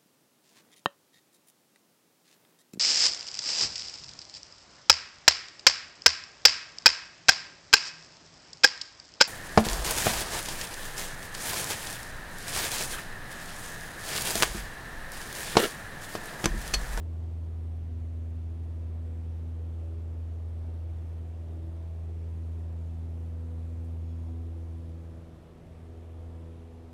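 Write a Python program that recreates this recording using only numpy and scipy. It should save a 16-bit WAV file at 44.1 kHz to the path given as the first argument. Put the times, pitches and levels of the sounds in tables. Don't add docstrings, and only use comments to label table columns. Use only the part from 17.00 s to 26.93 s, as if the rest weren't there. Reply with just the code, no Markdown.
import sys
import numpy as np
from scipy import signal
from scipy.fft import rfft, irfft
from scipy.io import wavfile
from scipy.ndimage import uniform_filter1d

SR = 44100
rng = np.random.default_rng(int(sys.argv[2]) if len(sys.argv) > 2 else 0)


def log_audio(samples):
    frames = np.atleast_2d(samples).T
    limited = np.clip(frames, -1, 1)
    pcm = np.round(limited * 32767).astype(np.int16)
    wavfile.write(sys.argv[1], SR, pcm)


N = 437913
TIME = np.arange(N) / SR


def gain_of(db):
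    return 10 ** (np.asarray(db) / 20)


def evened(x):
    return x / np.sqrt(np.mean(abs(x) ** 2) + 1e-20)


def curve(rows):
    seconds, values = np.transpose(rows)
    return np.interp(TIME, seconds, values)


def read_spectrum(points, hz):
    point_hz, db = np.transpose(points)
    return np.interp(np.log(hz + 1), np.log(point_hz + 1), db)


def drift(rate_hz, size=4096):
    hz = np.fft.rfftfreq(size, N / SR / size)
    lowpass = 1 / (1 + (hz / rate_hz) ** 2)
    slow = irfft(rfft(rng.standard_normal(size)) * lowpass)
    return evened(np.interp(TIME, np.linspace(0, N / SR, size), slow - slow.mean()))


def tone(turns, scatter, rate_hz):
    angle = 2 * np.pi * (turns + rng.random())
    in_phase = (1 + scatter * drift(rate_hz)) * np.cos(angle)
    quadrature = scatter * drift(rate_hz) * np.sin(angle)
    return evened(in_phase + quadrature)


def noise(spectrum, ripple_db, ripple_bins):
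    hz = np.fft.rfftfreq(N, 1 / SR)
    ripple = rng.standard_normal(len(hz))
    for _ in range(2):
        ripple = uniform_filter1d(ripple, ripple_bins)
    colour_db = read_spectrum(spectrum, hz) + ripple_db * evened(ripple)
    return evened(irfft(rfft(rng.standard_normal(N)) * gain_of(colour_db), N))


def patchy(x, depth_db, frames=24, bins=14):
    z = signal.stft(x, nperseg=1024, noverlap=768)[2]
    field = rng.standard_normal(z.shape)
    for _ in range(2):
        field = uniform_filter1d(field, bins, axis=0)
        field = uniform_filter1d(field, frames, axis=1)
    patched = z * gain_of(depth_db * evened(field))
    return signal.istft(patched, nperseg=1024, noverlap=768)[1][:N]


def filtered(x, order, edge_hz, kind="low"):
    return signal.sosfiltfilt(signal.butter(order, edge_hz, kind, fs=SR, output="sos"), x)


# time in seconds, rms level in dB.
DRONE_LEVEL = [(0.0, -34.5), (3.93, -35.1), (4.37, -37.5), (5.51, -34.6), (6.26, -35.7), (7.3, -35),
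               (7.79, -38.0), (8.14, -42.5), (8.54, -59.5), (8.74, -47.5), (9.28, -41), (9.93, -49)]


def blade_tone(turns):
    return gain_of(curve(DRONE_LEVEL)) * np.sqrt(2) * np.cos(2 * np.pi * turns)


# middle in seconds, length in seconds, multiple of the blade rate, lift in dB.
SWELLS = [(.8, .5, 4, -7), (1.688, .6, 4, 5.5), (2.35, 1.3, 6, 5), (2.83, 0.18, 7, 14.5),
          (2.878, 0.38, 4, 11), (2.92, .65, 5, 9), (3.4, .3, 2, -6), (4.55, 1.6, 7, 3),
          (4.637, 0.53, 4, 11.5), (4.75, .8, 8, 8), (5.2, .4, 5, 6.5), (6.498, 1.14, 6, 8), (6.8, .4, 4, 4),
          (7.6, 1.6, 4, 6), (7.603, .6, 6, 7.5), (8.6, 0.55, 4, -6), (8.72, .4, 2, 6), (9.25, 0.76, 6, 5.5),
          (9.587, 0.45, 5, 8.5)]


def swell_db(multiple):
    return sum(lift_db * np.cos(np.pi * np.clip((TIME - middle_s) / length_s, -.5, .5))
               for middle_s, length_s, k, lift_db in SWELLS if k == multiple)


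# time in seconds, rms level in dB.
SECOND_LEVEL = [(0.0, -54), (1.29, -60.5), (2.28, -55), (3.82, -64), (4.02, -57.5), (6.06, -52.3),
                (7.15, -53), (7.5, -61.5), (7.89, -51), (9.14, -65), (9.48, -53), (9.93, -71)]
# time in seconds, rms level in dB.
THIRD_LEVEL = [(0.0, -56.5), (0.4, -58.5), (1.04, -53), (3.77, -58.5), (3.97, -67.8), (4.17, -60.6),
               (4.67, -58), (4.92, -68.9), (5.46, -56), (7.4, -50.5), (8.49, -63), (9.93, -54)]
# multiple of the blade rate, level in dB at the start before wander and swells.
RASP = [(4, -67.5), (5, -71), (6, -71)]
RASP_RISE_DB_PER_S, RASP_WANDER_DB, RASP_WANDER_HZ = 0.47, 0.46, 1.5
# multiple of the blade rate, level in dB before swells and common gain.
UPPER = [(7, -71.5), (8, -76.5), (9, -76.5), (10, -78.5), (11, -78.5), (12, -79.5), (13, -85), (14, -87.5),
         (15, -92.5), (16, -88.5)]
UPPER_START_DB, UPPER_RISE_DB_PER_S = -1.0, 0.15
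SMEAR_PER_MULTIPLE, SMEAR_HZ = .055, 5.4


def overtones(turns):
    levels_db = {2: curve(SECOND_LEVEL), 3: curve(THIRD_LEVEL)}
    for k, start_db in RASP:
        wander_db = RASP_WANDER_DB * drift(RASP_WANDER_HZ)
        levels_db[k] = start_db + RASP_RISE_DB_PER_S * TIME + wander_db
    low = sum(gain_of(db + swell_db(k)) * tone(k * turns, SMEAR_PER_MULTIPLE * k, SMEAR_HZ)
              for k, db in levels_db.items())
    high = sum(gain_of(db + swell_db(k)) * tone(k * turns, 1.02, 0.28 * k) for k, db in UPPER)
    return low + high * gain_of(UPPER_START_DB + UPPER_RISE_DB_PER_S * TIME)


# frequency in Hz, level in dB per line before the low lines' fade.
THROB_LINES = [(20, -86), (41, -67), (62, -76.5), (103, -55.5), (123, -64.5), (150, -87.5), (287, -75),
               (350, -82), (470, -79.5), (590, -78.5), (760, -81.5), (830, -91), (1100, -91), (1600, -100)]
LOW_THROB_START_DB, LOW_THROB_FALL_DB_PER_S = 1, 1


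def throb(turns, count=78, order=4):
    cycle_hz = turns[-1] / TIME[-1] / order
    low_gain = gain_of(LOW_THROB_START_DB - LOW_THROB_FALL_DB_PER_S * TIME)
    total = np.zeros(N)
    for k in range(1, count):
        if k % order == 0:
            continue
        line = gain_of(read_spectrum(THROB_LINES, k * cycle_hz)) * tone(k * turns / order, .4, 1.8)
        total += line * (low_gain if k < 2 * order else 1)
    return total


# frequency in Hz, relative density in dB per Hz.
ROAR_COLOUR = [(8, -15.5), (30, -2), (100, -0.5), (150, -6.5), (240, -8.5), (275, -12), (340, -8.5),
               (440, -14), (745, -19), (870, -23.5), (1300, -29), (2400, -33), (4600, -42.5), (9000, -60.5)]
# time in seconds, band gain in dB.
MID_RUSH_GAIN = [(0, -50), (1.1, -54.5), (2.2, -51), (4.7, -50.5), (7, -51), (9.93, -50.5)]
RUMBLE_START_DB, RUMBLE_FALL_DB_PER_S = -50.5, 0.27
UPPER_RUSH_DB, UPPER_RUSH_PULSE_DB = -51.0, 0.7


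def roar(turns):
    air = patchy(noise(ROAR_COLOUR, ripple_db=1.14, ripple_bins=200), depth_db=0.64)
    low = filtered(air, 2, 430)
    body = filtered(air, 2, 1400)
    rumble_db = RUMBLE_START_DB - RUMBLE_FALL_DB_PER_S * TIME
    upper_db = UPPER_RUSH_DB + UPPER_RUSH_PULSE_DB * np.cos(2 * np.pi * turns + 1.7)
    mid = (body - low) * gain_of(curve(MID_RUSH_GAIN))
    return low * gain_of(rumble_db) + mid + (air - body) * gain_of(upper_db)


# frequency in Hz, relative density in dB per Hz.
HISS_COLOUR = [(1000, -16), (1900, 4), (3000, 0), (3400, 6.5), (4600, -0.5), (5200, 2.5), (6800, 2.4),
               (7400, 1.5), (8500, 1.5), (9200, 0), (10800, 0.3), (12300, -4), (13500, -9), (15600, -14.5)]
# time in seconds, level in dB.
HISS_LEVEL = [(0, -75), (1, -76), (4.5, -75), (7.5, -74.5), (9, -75.5), (9.93, -75.5)]


def buzz(turns):
    drone_db = curve(DRONE_LEVEL)
    shake = gain_of(.5 * (drone_db - drone_db.max()))
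    angle = 2 * np.pi * turns + 1.9
    pulse_db = shake * (1.7 * np.cos(angle) + .5 * np.sin(2 * angle) + 0.6 * drift(40))
    hiss = patchy(noise(HISS_COLOUR, ripple_db=0.25, ripple_bins=1500), depth_db=0.9)
    top = filtered(hiss, 3, 7500, "high")
    top_db = 1.2 * pulse_db + 0.82 * (shake - shake.mean())
    pulsed = (hiss - top) * gain_of(0.77 * pulse_db) + top * gain_of(top_db)
    return gain_of(curve(HISS_LEVEL)) * evened(pulsed) + squeak() * gain_of(pulse_db)


# frequency in Hz at the peak before jitter, relative level in dB.
SQUEAK_MODES = [(3370, 0), (4680, -8), (5390, -1.5), (6710, -2.5)]
SQUEAK_START_S, SQUEAK_RISE_S, SQUEAK_DECAY_S = 6.97, .12, .19
SQUEAK_GAIN_DB, SQUEAK_SAG_PER_S, SQUEAK_JITTER_HZ = -80.7, .05, 14


def squeak():
    past_peak_s = TIME - SQUEAK_START_S - SQUEAK_RISE_S
    rise = np.clip(1 + past_peak_s / SQUEAK_RISE_S, 0, 1)
    decay = np.exp(-np.maximum(past_peak_s, 0) / SQUEAK_DECAY_S)
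    pitch = 1 - SQUEAK_SAG_PER_S * past_peak_s
    modes = 0
    for hz, db in SQUEAK_MODES:
        mode_hz = hz * pitch + SQUEAK_JITTER_HZ * drift(60)
        modes = modes + gain_of(db) * tone(np.cumsum(mode_hz) / SR, .6, 70)
    return gain_of(SQUEAK_GAIN_DB) * rise * decay * modes


# start in seconds, level in dB at the start, decay in seconds.
TICK = (6.845, -70, .016)
# frequency in Hz, relative density in dB per Hz.
TICK_COLOUR = [(3000, -28), (7500, -12), (8500, 2), (9300, -7), (12700, -10), (15000, -18)]


def tick():
    start_s, db, decay_s = TICK
    envelope = (TIME > start_s) * np.exp(-abs(TIME - start_s) / decay_s)
    return gain_of(db) * noise(TICK_COLOUR, ripple_db=1, ripple_bins=1500) * envelope


BLADE_START_HZ, SPEED_UP_HZ_PER_S = 81.53, .1


def scene():
    turns = np.cumsum(BLADE_START_HZ + SPEED_UP_HZ_PER_S * TIME) / SR
    mix = blade_tone(turns) + overtones(turns) + throb(turns) + roar(turns) + buzz(turns) + tick()
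    return mix[None]


EDGE_HZ = 15700


def record(dry):
    lowpass = signal.firwin(511, EDGE_HZ, window=("kaiser", 9), fs=SR)
    return signal.oaconvolve(dry, lowpass[None], "same")


dry = scene()
out = record(dry)
log_audio(out)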